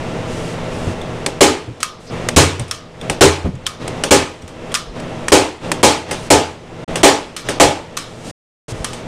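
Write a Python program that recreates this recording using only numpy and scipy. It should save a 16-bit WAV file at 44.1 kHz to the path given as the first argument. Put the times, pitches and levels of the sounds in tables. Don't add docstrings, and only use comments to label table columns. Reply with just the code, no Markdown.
import sys
import numpy as np
from scipy import signal
from scipy.fft import rfft, irfft, next_fast_len
from scipy.io import wavfile
from scipy.ndimage import uniform_filter1d

SR = 44100
rng = np.random.default_rng(int(sys.argv[2]) if len(sys.argv) > 2 else 0)


def to_wav(s):
    ch = np.atleast_2d(s).T
    pcm = np.round(np.clip(ch, -1, 1) * 32767)
    wavfile.write(sys.argv[1], SR, pcm.astype(np.int16))


N = 399987
T = np.arange(SR) / SR

# pitch_hz, level_db per Hz
STOVE_SPECTRUM = [(20, 0), (45, -15), (82, -3), (150, -2), (200, -6), (300, -5.5), (500, -5.5),
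                  (880, -11.5), (1550, -19.5), (1900, -18.5), (3400, -24), (4400, -30.5), (5600, -31),
                  (8000, -36), (15000, -43)]
# pitch_hz, level_db against the roar
FAN_TONES = [(119.8, -10.5), (167.8, -9.5), (239.8, -11.5), (335, -16.5), (461, -14.5), (504, -13.5),
             (634, -13.5), (1341, -23.5), (2718, -26), (3480, -41)]
# start_s, relative level_db
ROAR_STEPS = [(0, -23.5), (.935, -25.5), (2.1, -23.5), (3.006, -26.5), (3.8, -25), (4.945, -26.5),
              (5.612, -24), (6.079, -23.5), (6.88, -22.5), (7.452, -22), (8.684, -28.5)]
# start_s, end_s, level_db
STROKES = [(0.25, 0.587, -39.5), (0.684, 0.962, -41.5), (1.99, 2.098, -37), (6.118, 6.3, -35),
           (7.93, 8.36, -36), (8.234, 8.34, -30), (8.672, 8.731, -33.5), (8.699, 9.055, -44)]
# pitch_hz, level_db per Hz
PILE_SPECTRUM = [(500, -17), (2500, 2), (5500, 3), (9000, 1), (14000, -6)]
# start_s, level_db, pitch_hz
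BUMPS = [(.862, -17, 94), (1.67, -9.5, 115.4), (2.588, -7, 119), (3.079, -16, 102), (3.441, 2.5, 83),
         (3.457, -4.5, 187), (3.529, -14, 125), (4.422, -20, 88.5), (4.87, -22.5, 40), (7.65, -4, 145),
         (8.235, -24, 129), (8.713, -25.5, 109), (8.784, -28, 50.2)]
# start_s, length_s, level_db, start_hz, end_hz
SQUEAKS = [(1.0, 0.083, -46, 3500, 3610), (2.062, 0.048, -33.5, 4830, 5100),
           (3.656, 0.029, -18, 3680, 3480)]
# start_s, level_db, room_db, table_knock_db, ping_hz, ping_db
CATCHES = [(1.015, -31, -14.5, -20, 3540, 7), (1.2627, -6.5, -8, -8, 4250, -6),
           (2.2872, -5, -12.5, -23, 6550, -9.5), (2.596, -8.5, 0.5, -6, 8760, 3),
           (2.68, -25, 6, -20, 7000, -8), (3.013, -23.5, -13, -22, 3520, 5),
           (3.098, -7, -6, -9, 8830, -9.5), (3.553, -26, -18, -15, 7000, -8),
           (3.878, -17, -9, -12.5, 8250, -12.5), (4.037, -4.5, -3.5, -10.5, 2890, -3),
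           (4.421, -24, 1, -20, 5760, 1), (4.478, -21, 0, -22, 7100, -7), (4.718, -29, 6, -20, 3300, 6),
           (5, -29.5, -15, -23, 7800, -3), (5.2827, -8.5, -6, -19, 1840, -2.5),
           (5.7171, -4.5, -9, -12, 1800, -4), (6.111, -10.5, 4, -2.5, 2120, -5.5),
           (6.9569, -10, -1, -9, 3060, -5), (7.4876, -10, 4.5, -2, 1820, 0.5),
           (8.932, -25, 3.5, -14, 3040, -3)]
# pitch_hz, level_db per Hz
CATCH_SPECTRUM = [(60, -20.5), (400, -1), (1200, -4.5), (1750, -4.5), (2100, -4), (3400, -6), (4100, -13),
                  (5500, -9.5), (6600, -10), (7200, -12), (8200, -7), (12000, -14.5)]
# pitch_hz, t60_s
ROOM_T60 = [(100, 0.4), (1200, 0.48), (2000, 0.26), (4000, 0.52), (8000, 0.23), (14000, 0.22)]
# start_s, level_db, room_db, ping_hz, ping_db
RETURNS = [(1.8042, -19.5, 7, 7700, -5), (1.83, 5, -7, 5250, -11), (2.7117, -0.5, -1.5, 5450, 2.5),
           (3.666, -2.5, -3.5, 3186, 5), (4.7422, -3, -0.5, 1847, -12), (4.75, -1.5, -11, 5150, 2.5),
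           (4.755, -4.5, -2, 2470, -3), (7.365, -8, 5.5, 3000, -2), (7.969, -10, 9.5, 3020, -2),
           (8.845, -11.5, -3.5, 10030, -4)]
# pitch_hz, level_db per Hz
CLACK_SPECTRUM = [(200, -31.5), (850, -18.5), (1150, 1), (1800, -5.5), (2400, -7.5), (3300, -4),
                  (4500, -8.5), (5100, -5), (6500, -7.5), (8500, -6.5), (12000, -9.5)]
# pitch_hz, level_db, t60_s
LEVER_MODES = [(1043, -7.5, .3), (1187, -5.5, 0.48), (1236, -2.5, .36), (1350, -12, .25)]
# pitch_hz, level_db, t60_s
STEEL_MODES = [(1245, -5.5, 0.47), (1794, -4, 0.25), (1897, -7, 0.21), (2205, -8.5, .25), (2276, -7, 0.4),
               (2380, -6.5, 0.22), (2640, -4.5, 0.21), (3005, -4.5, 0.34), (3250, -3.5, 0.24),
               (4190, -4, 0.29), (5200, -20.5, .15), (5730, -8.5, 0.27)]
# pitch_hz, level_db, t60_s
TABLE_MODES = [(218, -4.5, 0.11), (285.2, -4, 0.32), (315, -9.5, 0.44), (390, 0, 0.3), (452.5, -6.5, 0.12),
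               (517, -4, 0.25), (572, -1, 0.18), (622, -17.5, 0.12), (678, -6, 0.19), (825, -6, .35),
               (875, -10.5, 0.45), (914, -15, 0.16)]
# pitch_hz, level_db, t60_s
THUD_MODES = [(78.8, 3, 0.36), (86.8, -2.5, 0.73), (106, -1.5, 0.23), (132.6, -1.5, 0.33), (150.4, 0, 0.4)]
# start_s, force_db, table_thud_db, extra knock_db around 720 Hz,
# length as a factor on the slam's decay, extra boom_db around 395 Hz
SHOTS = [(1.4075, 11.5, -6, -2.5, 1.06, 3.5), (2.363, 12, 6.5, -5, 1.17, -2), (3.209, 12, 3, -1.5, 1.07, 3),
         (4.1086, 11.5, -7, -2.5, 1.034, -2.5), (5.3197, 11, -9, 2, 1.114, 2.5),
         (5.83, 11, -7, 0.5, 1.14, -2.5), (6.303, 10.5, -3.5, 4.5, 1.06, 1.5),
         (7.032, 12.5, -14, 1.5, 1.084, 1), (7.599, 11, -8, 4.5, 1.01, -3.5)]
# pitch_hz, level_db per Hz
SLAM_SPECTRUM = [(40, -36.5), (100, -11.5), (170, -14.5), (250, -5), (420, -1), (650, -6), (1000, -8.5),
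                 (1500, -14), (2500, -13.5), (4300, -15.5), (7500, -13.5), (12000, -20)]
# pitch_hz, t60_s
SLAM_T60 = [(80, 0.46), (350, 0.39), (1000, 0.41), (3000, 0.41), (7000, 0.27), (13000, 0.23)]
# start_s, end_s
SILENCES = [(6.843, 6.88), (8.311, 8.684)]
# pitch_hz, level_db
MICROPHONE_TONE = [(15, -3.5), (35, 7), (70, -0.5), (8500, 0.5), (10000, -2), (11100, -14), (12000, -8.5),
                   (13500, -16), (15300, -38.5)]

THRESHOLD_DB, DEPTH_DB, DETECTOR_HZ = -11, 14.5, 1000
ATTACK_S, HOLD_S, RECOVER_DB_PER_S = 0.019, 0.2, 38.5
LOOKAHEAD_S = 0.011
STEP_DB_PER_S = 300.5
EDGE_HZ = 15700


def gain_of(db):
    return 10 ** (np.asarray(db) / 20)


def evened(x):
    return x / np.sqrt(np.mean(x ** 2) + 1e-20)


def read(points, hz):
    f, value = np.transpose(points)
    return np.interp(np.log(hz + 1), np.log(f + 1), value)


def add(mix, s, sound):
    part = mix[round(s * SR):][:len(sound)]
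    part += sound[:len(part)]


def coloured(x, spectrum):
    hz = np.fft.rfftfreq(len(x), 1 / SR)
    return irfft(rfft(x) * gain_of(read(spectrum, hz)), len(x))


def noise(spectrum, size=SR):
    white = rng.standard_normal(next_fast_len(size))
    return evened(coloured(white, spectrum))[:size]


def dying(x, t60s, stretch=1, patchy_db=2.5):
    hz, t, z = signal.stft(x, SR, nperseg=256)
    patches = evened(uniform_filter1d(rng.standard_normal(z.shape), size=9, axis=1))
    fall_db = -60 * t / (stretch * read(t60s, hz)[:, None])
    faded = z * gain_of(fall_db + patchy_db * patches)
    return signal.istft(faded, SR, nperseg=256)[1][:len(x)]


def ring(modes, rise_s, scatter=.004):
    hz, db, t60 = np.transpose(modes)[:, :, None]
    detune, spot_db, phase = rng.standard_normal((3, len(modes), 1))
    tones = np.sin(2 * np.pi * (hz * (1 + scatter * detune) * T + phase))
    partials = tones * gain_of(db + spot_db) * np.exp(-np.log(1000) * T / t60)
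    return partials.sum(0) * (1 - np.exp(-T / rise_s))


def ping(hz, db, ping_s=0.0037):
    return gain_of(db) * np.sin(2 * np.pi * hz * T) * np.exp(-T / ping_s)


def rattle(per_s=160, rattle_s=0.023):
    struck = rng.random(SR) < per_s / SR
    hits = struck * rng.standard_normal(SR) * np.exp(-T / rattle_s)
    tick = noise(CLACK_SPECTRUM) * np.exp(-T / 0.002)
    return signal.fftconvolve(hits, tick)[:SR]


def stove(roar_db=-1.09, waver=0.24):
    t = np.arange(N) / SR
    sound = noise(STOVE_SPECTRUM, size=N)
    knots = np.linspace(0, t[-1], 60)
    for hz, db in FAN_TONES:
        drift = np.interp(t, knots, np.cumsum(waver * rng.standard_normal(len(knots))))
        sound = sound + gain_of(db) * np.sqrt(2) * np.sin(2 * np.pi * hz * t + 2 * drift)
    starts, step_db = np.transpose(ROAR_STEPS)
    return sound * gain_of(roar_db + step_db[np.searchsorted(starts[1:], t)])


def strokes():
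    out = np.zeros(N)
    for start, end, db in STROKES:
        size = max(round((end - start) * SR), 2)
        hiss = noise(PILE_SPECTRUM, size=size) * signal.windows.tukey(size, .4)
        add(out, start, gain_of(db) * hiss)
    return out


def bumps(push_s=0.02):
    out = np.zeros(N)
    for s, db, hz in BUMPS:
        dull = noise([(20, -18), (hz, 0), (400, -12), (1500, -34), (8000, -55)])
        flex = np.sin(2 * np.pi * hz * T) + 0.71 * dull
        swell = (T / push_s) ** 2 * np.exp(2 * (1 - T / push_s))
        add(out, s, gain_of(db) * flex * swell)
    return out


def squeaks(wobble=0.13):
    out = np.zeros(N)
    for s, length, db, start_hz, end_hz in SQUEAKS:
        size = max(round(length * SR), 2)
        unsteady = evened(uniform_filter1d(rng.standard_normal(size), size=20))
        hz = np.linspace(start_hz, end_hz, size) * (1 + wobble * unsteady)
        whistle = np.sqrt(2) * np.sin(2 * np.pi * np.cumsum(hz) / SR)
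        add(out, s, gain_of(db) * whistle * signal.windows.tukey(size, .5))
    return out


def catches(snap_s=0.0057, snap_db=-1.0, room_db=-8, rattle_db=-9):
    out = np.zeros(N)
    for s, db, wet_db, knock_db, ping_hz, ping_db in CATCHES:
        rasp = gain_of(snap_db) * noise(CATCH_SPECTRUM) * np.exp(-(T / snap_s) ** 2)
        snap = rasp + ping(ping_hz, ping_db)
        room = dying(noise(CATCH_SPECTRUM), ROOM_T60, 0.77) * (1 - np.exp(-T / 0.0014))
        tail = gain_of(room_db) * room + gain_of(rattle_db) * rattle()
        knock = gain_of(knock_db) * ring(TABLE_MODES, 0.0041, scatter=0.027) * np.exp(-T / 0.047)
        add(out, s, gain_of(db) * (snap + gain_of(wet_db) * tail + knock))
    return out


def returns(snap_s=0.0039, snap_db=3, room_db=-11, steel_db=-19, rattle_db=-3, lever_db=-18):
    out = np.zeros(N)
    for s, db, wet_db, ping_hz, ping_db in RETURNS:
        clack = gain_of(snap_db) * noise(CLACK_SPECTRUM) * np.exp(-T / snap_s)
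        snap = clack + ping(ping_hz, ping_db)
        tail = gain_of(room_db) * dying(noise(CLACK_SPECTRUM), ROOM_T60)
        tail = tail + gain_of(steel_db) * ring(STEEL_MODES, 0.0012) + gain_of(rattle_db) * rattle()
        lever = gain_of(lever_db) * ring(LEVER_MODES, .002, scatter=0.012)
        add(out, s, gain_of(db) * (snap + gain_of(wet_db) * tail + lever))
    return out


def shots(slam_db=2, table_db=0, steel_db=-12, crack_db=-5, crack_s=0.0065, swell_s=0.0042,
          late_db=-23, late_stretch=2.56, alike=0.55):
    out, hz = np.zeros(N), np.fft.rfftfreq(SR, 1 / SR)
    knock_band = np.exp(-(np.log2((hz + 1) / 720) / 0.42) ** 2)
    boom_band = np.exp(-((hz - 395) / 70) ** 2)
    common, share = noise(SLAM_SPECTRUM), np.clip(alike, 0, 1)
    for s, force_db, thud_db, knock_db, length, boom_db in SHOTS:
        dense = np.sqrt(share) * common + np.sqrt(1 - share) * noise(SLAM_SPECTRUM)
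        late = dying(noise(SLAM_SPECTRUM), SLAM_T60, late_stretch)
        slam = dying(dense, SLAM_T60, length) + gain_of(late_db) * late
        table = gain_of(table_db) * ring(TABLE_MODES, 0.005)
        steel = gain_of(steel_db) * ring(STEEL_MODES, .001)
        body = gain_of(slam_db) * slam + table + steel
        body = irfft(rfft(body) * gain_of(knock_db * knock_band + boom_db * boom_band), SR)
        body = body * (1 - np.exp(-T / swell_s)) * (1 - T)
        crack = gain_of(crack_db) * noise(CATCH_SPECTRUM) * np.exp(-T / crack_s)
        thud = gain_of(thud_db) * ring(THUD_MODES, 0.004, scatter=0.031)
        add(out, s, gain_of(force_db) * (body + crack) + thud)
    return out


def gain_control(x, size=44):
    high_pass = signal.butter(2, DETECTOR_HZ, "high", fs=SR, output="sos")
    treble = signal.sosfilt(high_pass, x)
    blocks, step_s = np.arange(0, N, size), size / SR
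    peaks_db = 20 * np.log10(np.maximum.reduceat(abs(treble), blocks) + 1e-9)
    roar_steps = {round(start / step_s) for start, _ in ROAR_STEPS}
    cuts_db, cut_db, quiet_s, opening = np.zeros(len(blocks)), 0, 0, RECOVER_DB_PER_S
    for k, peak_db in enumerate(peaks_db):
        if k in roar_steps:
            quiet_s, opening = HOLD_S, STEP_DB_PER_S
        over_db = peak_db - cut_db - THRESHOLD_DB
        quiet_s += step_s
        if over_db > 0:
            cut_db = min(cut_db + over_db * step_s / ATTACK_S, DEPTH_DB)
            quiet_s, opening = 0, RECOVER_DB_PER_S
        elif quiet_s > HOLD_S:
            cut_db = max(cut_db - opening * step_s, 0)
        cuts_db[k] = cut_db
    ahead = np.arange(N) + LOOKAHEAD_S * SR
    return x * gain_of(-np.interp(ahead, blocks, uniform_filter1d(cuts_db, size=3)))


def scene():
    background = stove() + strokes() + bumps() + squeaks()
    return (background + catches() + returns() + shots())[None]


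def record(dry, ceiling=1.19, knee=10):
    ducked = gain_control(dry[0])
    overloaded = ducked / (1 + abs(ducked / ceiling) ** knee) ** (1 / knee)
    sound = np.clip(coloured(overloaded, MICROPHONE_TONE), -.96, .96)
    t = np.arange(N) / SR
    for start, end in SILENCES:
        sound = sound * np.clip(np.maximum(start - t, t - end) / 0.0063 + .5, 0, 1)
    low_pass = signal.firwin(511, EDGE_HZ, window=("kaiser", 9), fs=SR)
    return signal.oaconvolve(sound, low_pass, "same")[None]


dry = scene()
out = record(dry)
to_wav(out)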